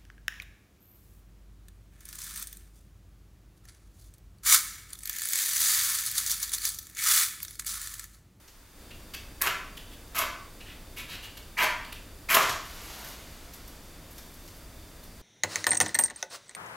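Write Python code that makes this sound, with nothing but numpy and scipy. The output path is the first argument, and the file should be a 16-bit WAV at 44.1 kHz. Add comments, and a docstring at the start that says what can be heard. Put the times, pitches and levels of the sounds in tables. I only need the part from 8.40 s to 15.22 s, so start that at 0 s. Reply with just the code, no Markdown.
"""A faint tick and light rubs come first, then a match is struck four times on a cardboard box.
Grit on the striking strip rasps and shakes the hollow box. The fourth stroke lights the head:
it puffs, hisses as gas rushes out and settles to a small flame. Little ticks follow.
The room echoes each sound, over a low rumble, a soft hiss and a faint electrical whine."""
import sys
import numpy as np
from scipy import signal
from scipy.fft import rfft, irfft, next_fast_len
from scipy.io import wavfile

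SR = 44100
rng = np.random.default_rng(int(sys.argv[2]) if len(sys.argv) > 2 else 0)


def unload_wav(signal):
    """Save mono or channel-first audio to the path in sys.argv[1] as 16-bit WAV at rate SR, clipped to [-1, 1]."""
    wavfile.write(
        sys.argv[1],
        SR,
        np.round(np.clip(np.atleast_2d(signal).T, -1, 1) * 32767).astype(np.int16),
    )


N = 300590

# strokes of the match: (start [s], length [s], fade at each end [share of length], box level [dB],
# swell over the stroke [dB], hollow boost [dB], grit level [dB], chatter pitch [Hz], chatter level [dB],
# panel pitch set by the grip [Hz], final panel level [dB])
STROKES = [(1.0085, 0.072, .03, -35, 6.5, 1.5, -42, 1746, -28.5, 1104, -29.5),
           (1.744, 0.086, .05, -34.5, -6, 3.5, -36.5, 1540, -57, 1133, -30.5),
           (3.168, 0.085, 0.16, -27, 3.5, -4, -37.5, 1800, -24, 966, -27.5),
           (3.885, 0.0895, 0.05, -26.5, -2.5, 0, -30.5, 1950, -24.5, 1120, -26.5)]
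# the head catches and tears loose: (start [s], length [s], grit [dB], box knock [dB], spark peak [dB])
SNAGS = [(1.014, 0.011, -25.5, -34.5, -9), (1.063, 0.022, -37, -30.5, -34), (1.783, 0.014, -26, -29.5, -20),
         (3.232, 0.015, -44, -29.5, -27), (3.901, 0.016, -33.5, -32, -24), (3.940, 0.018, -20, -22.5, -7.5)]
# match and fingers brush the box: (start [s], length [s], level [dB], grit level [dB], pitch [Hz])
RUBS = [(0.504, 0.02, -50, -70, 2470), (0.734, 0.023, -38.5, -44, 4420), (1.369, 0.014, -44, -46, 3080),
        (1.509, 0.045, -55, -58, 3340), (2.204, 0.015, -47.5, -70, 2830), (2.241, 0.11, -53.5, -69, 1980),
        (2.56, 0.058, -43, -45, 2240), (2.678, 0.095, -43.5, -51.5, 3760), (2.823, 0.043, -46.5, -50, 3000),
        (2.968, 0.017, -47, -47.5, 3900), (3.445, 0.011, -43.5, -58, 4330),
        (3.522, 0.013, -40.5, -45.5, 3360)]
# ticks from the hands and the burning match: (time [s], bright snap [dB], woody click [dB])
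TICKS = [(.077, -51, -48), (4.644, -43, -45), (5.135, -41, -43), (5.275, -42, -49), (5.779, -45.5, -43),
         (6.075, -48, -45), (6.632, -47, -50)]
# surges of gas from the head: (start [s], rise [s], hold [s], fall [dB/s], hiss [dB], sizzle [dB])
GAS_SURGES = [(3.97, 0.052, .005, 124, -33, -55), (4.09, 0.0057, .004, 1000, -28, -44),
              (4.114, 0.4, .17, 77, -50, -54)]

# the pitches at which things ring: (pitch [Hz], width [Hz], level [dB])
HOLLOW_MODES = [(396, 32, -5.5), (507, 34, -11.5), (627, 54, -1.5), (720, 34, -6.5), (1036, 82, 1),
                (1380, 170, 1.5)]  # the hollow box
EDGE_MODES = [(1134, 220, -2.5), (1580, 123, 1.5), (1755, 87, -3.5), (2100, 39, 1.5), (2056, 145, -3),
              (2323, 267, 3), (2735, 120, -4.5), (3320, 134, -6.5)]  # its stiff edge
PUFF_MODES = [(228, 130, -17), (393, 43, -1), (610, 180, -7.5), (1030, 170, -2.5), (1400, 340, 1),
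              (1790, 470, -4)]  # the puff as the head lights

# tone colours, or how strong each sound is from bass to treble: (frequency [Hz], level [dB])
CARDBOARD_COLOUR = [(40, -38), (150, -7), (300, -10), (800, -8.5), (1500, -1.5), (3000, 4), (4500, -2),
                    (7000, -12), (10000, -20), (16000, -35)]  # the cardboard's broad rasp
GRIT_COLOUR = [(100, -25), (1000, -36), (3000, -5), (5000, -4), (7000, -0.5), (8800, -8.5), (10500, 0.5),
               (12500, 4), (14200, -2), (15800, -6), (18000, -11)]  # the grit on the strip
STICK_COLOUR = [(100, -2.5), (600, -18.5), (1200, -9), (1700, -6), (2200, -4.5), (2750, 1.5), (3400, -2.5),
                (4300, -9), (6000, -17.5), (9000, -21), (16000, -29)]  # the rubbed stick
JET_COLOUR = [(80, -10), (300, -5), (1000, -1.5), (2300, -3), (3500, -4.5), (5000, -6), (6800, -6),
              (9000, -14.5), (12500, -9), (16000, -26)]  # the jet of gas
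SNAP_COLOUR = [(500, -26), (3000, -23), (7000, -15.5), (9000, -10.5), (11000, -7), (13000, -2.5),
               (15000, -11), (17000, -23)]  # the snap of a spark
CLICK_COLOUR = [(200, -22), (2000, -1), (4000, 0), (6000, 3.5), (9000, -8), (16000, -21)]  # the woody part of a tick
RUMBLE_COLOUR = [(14, -18), (26, 3.5), (39, -7.5), (57, -2), (76, -10.5), (96, -7.5), (124, -16),
                 (160, -13.5), (190, -17), (280, -15), (420, -20.5), (650, -21.5), (1200, -36.5),
                 (2000, -69)]  # the building's rumble
AIR_COLOUR = [(530, -30), (900, -2), (1530, -2), (3000, -7), (3470, -7), (4250, -7.5), (4800, -6),
              (5350, -8), (10800, -9), (16000, -10.5)]  # the room's even hiss
SIDE_COLOUR = [(30, -11), (130, 0), (260, -1.5), (1000, -5), (2000, -19), (4000, -8.5), (8000, -4),
               (16000, -4)]  # faint noise that differs between left and right

# electrical tones: (pitch [Hz], level relative to WHINE_DB [dB])
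WHINE_TONES = [(3569, 2), (4678, 2)]
# the echo from the walls: (frequency [Hz], time to fade by 60 dB [s])
ECHO_TIMES = [(150, 0.29), (1000, 0.62), (2500, 0.55), (6000, 0.51), (11000, 0.32), (16000, 0.25)]

PANEL_GROWS_DB = 13.5  # the panel rings louder towards the middle of the box
SPARK_SPREAD_DB = 5  # between the specks of one snag
FLAME_S, FLAME_DB, FLAME_FALL_DB_PER_S = 4.16, -50.5, 10  # the small flame that stays on the stick
CRACKLE_START_S, CRACKLE_END_S = 5.7, 6.2
CRACKLE_SNAP_DB, CRACKLE_CLICK_DB, CRACKLE_SPREAD_DB = -53, -60, 2
RUMBLE_DB, AIR_DB, WHINE_DB = -48, -54, -70
HUSH_END_S, HUSH_FADE_S, HUSH_RUMBLE_DB, HUSH_AIR_DB = .41, 0.087, -8.5, -4.5  # the quieter opening
TOP_HZ = 15850


def striking():
    """The match head drags from the box's stiff edge to its hollow middle, snagging on the grit."""
    edge, hollow, tones, grit = np.zeros((4, N))
    for (start, length, ease, box_db, swell_db, hollow_db, grit_db,
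         chatter_hz, chatter_db, panel_hz, panel_db) in STROKES:
        progress, pressure = touch(length, ease)
        slips = lambda: pressure * friction(len(progress), rate=600, spread_db=4.5)
        speed = 1 - np.exp(-progress / .09)
        force = speed * amp(swell_db * (progress - .5))
        give = amp(box_db + hollow_db + 19 * (progress - 0.94))  # the panel bends more near its middle
        add(edge, start, amp(box_db) * force * slips())
        add(hollow, start, give * force * slips())
        add(grit, start, amp(grit_db) * speed * force * slips())  # grit only rasps at speed
        panel = amp(panel_db + PANEL_GROWS_DB * (progress - 1)) * speed * slips()
        add(tones, start, ring(panel, body([(panel_hz, 90, 0)])))
        chatter = amp(chatter_db - 20 * progress) * slips()  # the stick settles as it speeds up
        add(tones, start, ring(chatter, body([(chatter_hz, 110, 0), (2350, 160, -6)])))
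    for start, length, grit_db, knock_db, _ in SNAGS:
        _, pressure = touch(length, ease=0.48)
        add(grit, start, amp(grit_db) * pressure * friction(len(pressure), rate=1800, spread_db=3.5))
        add(hollow, start, amp(knock_db) * pressure * friction(len(pressure), rate=633, spread_db=5.5))
    rasp = amp(-4.0) * ring(edge + hollow, colour(CARDBOARD_COLOUR))
    box = tones + ring(edge, body(EDGE_MODES)) + ring(hollow, body(HOLLOW_MODES)) + rasp
    return box, ring(grit, colour(GRIT_COLOUR))


def sparks(count):
    """Every snag fires a few specks of the coating, each one a sharp, bright snap."""
    track, snap = np.zeros(N), colour(SNAP_COLOUR)
    for start, length, _, _, peak_db in SNAGS:
        places = (np.arange(count) + rng.random(count)) / count
        levels = peak_db + SPARK_SPREAD_DB * rng.uniform(-1.1, 1, count)
        for place, db in zip(places, levels):
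            add(track, start + length * place, amp(db) * snap / np.abs(snap).max())
    return track


def ignition(start, db, fade_s):
    """The whole head catches fire in one short, swirling puff."""
    track, t = np.zeros(N), np.arange(SR // 10) / SR
    add(track, start, amp(db - 60 * t / fade_s) * friction(len(t), rate=700, spread_db=2.5))
    return ring(track, body(PUFF_MODES))


def flare():
    """Gas jets from the burning head: two spits, then a sizzling hiss that settles to a small flame."""
    hiss = amp(FLAME_DB) * swell(FLAME_S, 0.13, 0, FLAME_FALL_DB_PER_S)
    sizzle = np.zeros(N)
    for start, rise, hold, fall, hiss_db, sizzle_db in GAS_SURGES:
        flow = swell(start, rise, hold, fall)
        hiss = np.hypot(hiss, amp(hiss_db) * flow)  # noises add up by their power
        sizzle += amp(sizzle_db) * flow
    jet = ring(friction(N, rate=270, spread_db=0.6), colour(JET_COLOUR))
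    pops = (rng.random(N) < 900 / SR) * friction(N, rate=60, spread_db=4.0)  # about 900 a second
    return hiss * jet + sizzle * ring(unit(pops), colour(SNAP_COLOUR))


def rubbing():
    """A light touch stirs the stick and some grit; the stick's pitch depends on how it is held."""
    stick, tones, grit = np.zeros((3, N))
    for start, length, db, grit_db, ring_hz in RUBS:
        _, pressure = touch(length, ease=0.38)
        force = amp(db) * pressure * friction(len(pressure), rate=300, spread_db=0.5)
        add(stick, start, force)
        add(tones, start, amp(-10) * ring(force, body([(ring_hz, 420, 0)])))
        add(grit, start, amp(grit_db) * pressure * friction(len(pressure), rate=320, spread_db=4.0))
    return ring(stick, colour(STICK_COLOUR)) + tones, ring(grit, colour(GRIT_COLOUR))


def ticks():
    """Each tick from the hands or the burning match is a short cluster of tiny cracks."""
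    snaps, clicks = np.zeros((2, N))
    t = np.arange(SR // 10) / SR
    shape = (1 - np.exp(-t / 0.0022)) * amp(-60 * t / 0.077)
    for start, snap_db, click_db in TICKS + crackles(count=18):
        add(snaps, start, amp(snap_db) * shape * friction(len(t), rate=1100, spread_db=9))
        add(clicks, start, amp(click_db) * shape * friction(len(t), rate=684, spread_db=3))
    return ring(snaps, colour(SNAP_COLOUR)) + ring(clicks, colour(CLICK_COLOUR))


def crackles(count):
    """The burning wood crackles faintly, less and less often: (time [s], snap [dB], click [dB])."""
    age = ((np.arange(count) + rng.random(count)) / count) ** 1.5
    times = CRACKLE_START_S + (CRACKLE_END_S - CRACKLE_START_S) * age
    size_db = CRACKLE_SPREAD_DB * rng.standard_normal(count)
    return list(zip(times, CRACKLE_SNAP_DB + size_db, CRACKLE_CLICK_DB + size_db))


def room(x, echo_db):
    """A sound plus its echo from the walls, which builds up quickly and loses its treble early."""
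    hz, t, spectrum = signal.stft(rng.standard_normal(SR), SR, nperseg=256)
    fade = amp(-60 * t / along(ECHO_TIMES, hz)[:, None])
    tail = signal.istft(spectrum * fade, SR, nperseg=256)[1]
    build_up = 1 - np.exp(-np.arange(len(tail)) / SR / 0.004)
    return x + amp(echo_db) * ring(x, tail * build_up)


def moving_hands(x, echo_db, stretches):
    """The hands keep moving, so each stretch of their sound gets its own echo."""
    track = np.zeros(N)
    for part in np.array_split(np.arange(N), stretches):
        padded = np.pad(x[part], (0, SR // 2))
        add(track, part[0] / SR, room(padded, echo_db))
    return track


def background():
    """The building's low rumble, an even hiss and the whine, all quieter at first."""
    hush = np.clip((HUSH_END_S - np.arange(N) / SR) / HUSH_FADE_S, 0, 1)
    drone = amp(RUMBLE_DB) * noise(RUMBLE_COLOUR) + amp(WHINE_DB) * whine(wander_hz=3.68, haze_db=-3.5)
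    return amp(HUSH_RUMBLE_DB * hush) * drone + amp(AIR_DB + HUSH_AIR_DB * hush) * noise(AIR_COLOUR)


def whine(wander_hz, haze_db):
    """Thin electrical tones that wander slightly, each in a narrow haze of noise."""
    total = np.zeros(N)
    for hz, db in WHINE_TONES:
        drift = np.interp(np.arange(N), np.linspace(0, N, num=300), rng.standard_normal(size=300))
        tone = np.sin(2 * np.pi * np.cumsum(hz + wander_hz * drift) / SR)
        haze = ring(rng.standard_normal(N), body([(hz, 70, 0)]))
        total += amp(db) * (tone + amp(haze_db) * haze)
    return total


def friction(count, rate, spread_db):
    """Rough noise, as from tiny slips, whose strength changes `rate` times a second."""
    grains = np.clip(rng.standard_normal(size=4096), -2, 2)
    strength_db = spread_db * np.interp(np.arange(count) * rate / SR, np.arange(len(grains)), grains)
    return unit(amp(strength_db) * rng.standard_normal(max(count, SR // 2))[:count])


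def touch(length, ease):
    """Progress from 0 to 1 through a touch, and a pressure that eases in and out."""
    progress = np.linspace(0, 1, max(int(length * SR), 8))
    ramp = np.clip(np.minimum(progress, 1 - progress) / ease, 0, 1)
    return progress, np.sin(np.pi / 2 * ramp)


def swell(start, rise, hold, fall_db_per_s):
    """A level that rises, holds and dies away."""
    t = np.arange(N) / SR - start
    return np.clip(t / rise, 0, 1) * amp(-fall_db_per_s * np.maximum(t - rise - hold, 0))


def body(modes, size=4096):
    """How an object answers one tap: a sum of fading tones."""
    t = np.arange(size) / SR
    return sum((-1) ** k * amp(db) * width * np.exp(-np.pi * width * t) * np.cos(2 * np.pi * hz * t)
               for k, (hz, width, db) in enumerate(modes))


def colour(points, size=8192):
    """A click with the given tone colour, for use as a filter."""
    cepstrum = irfft(np.log(amp(along(points, np.fft.rfftfreq(size, 1 / SR)))))
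    cepstrum[1:size // 2] *= 2  # folding onto the first half makes the click start sharply
    cepstrum[size // 2 + 1:] = 0
    return irfft(np.exp(rfft(cepstrum)))


def noise(points):
    """Steady noise with the given tone colour."""
    return ring(rng.standard_normal(N), colour(points))


def ring(x, response):
    """Filter x through a response scaled to energy 1."""
    return signal.oaconvolve(x, response / np.linalg.norm(response))[:len(x)]


def add(track, start, sound):
    """Mix a sound into a track at a time in seconds."""
    part = track[round(start * SR):][:len(sound)]
    part += sound[:len(part)]


def along(points, hz):
    """Read between (frequency [Hz], value) points on a log scale."""
    frequencies, values = np.transpose(points)
    return np.interp(np.log(hz + 1), np.log(frequencies), values)


def amp(db):
    """Turn decibels into a multiplier."""
    return 10 ** (np.asarray(db) / 20)


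def unit(x):
    """Scale to an average power of 1."""
    return x / np.sqrt(np.mean(x ** 2) + 1e-20)


def scene():
    """The box sounds all round, so it echoes more than the grit; only a faint noise adds stereo width."""
    box, grit = striking()
    stick, light_grit = rubbing()
    puff = ignition(start=3.9683, db=-13.0, fade_s=0.045)
    mid = (room(box + puff, echo_db=-0.5)
           + moving_hands(stick, echo_db=-1, stretches=17)
           + room(grit + light_grit + ticks(), echo_db=-2.5)
           + room(sparks(count=4), echo_db=-4.0)
           + room(flare(), echo_db=-1.5)
           + background())
    side = amp(-62.5) * noise(SIDE_COLOUR)
    return np.array([mid + side, mid - side])


def record(dry):
    """Cut away all treble above TOP_HZ."""
    size = next_fast_len(N + SR // 2)
    kept = np.fft.rfftfreq(size, 1 / SR) < TOP_HZ
    return irfft(rfft(dry, size) * kept, size)[:, :N]


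dry = scene()
out = record(dry)
unload_wav(out)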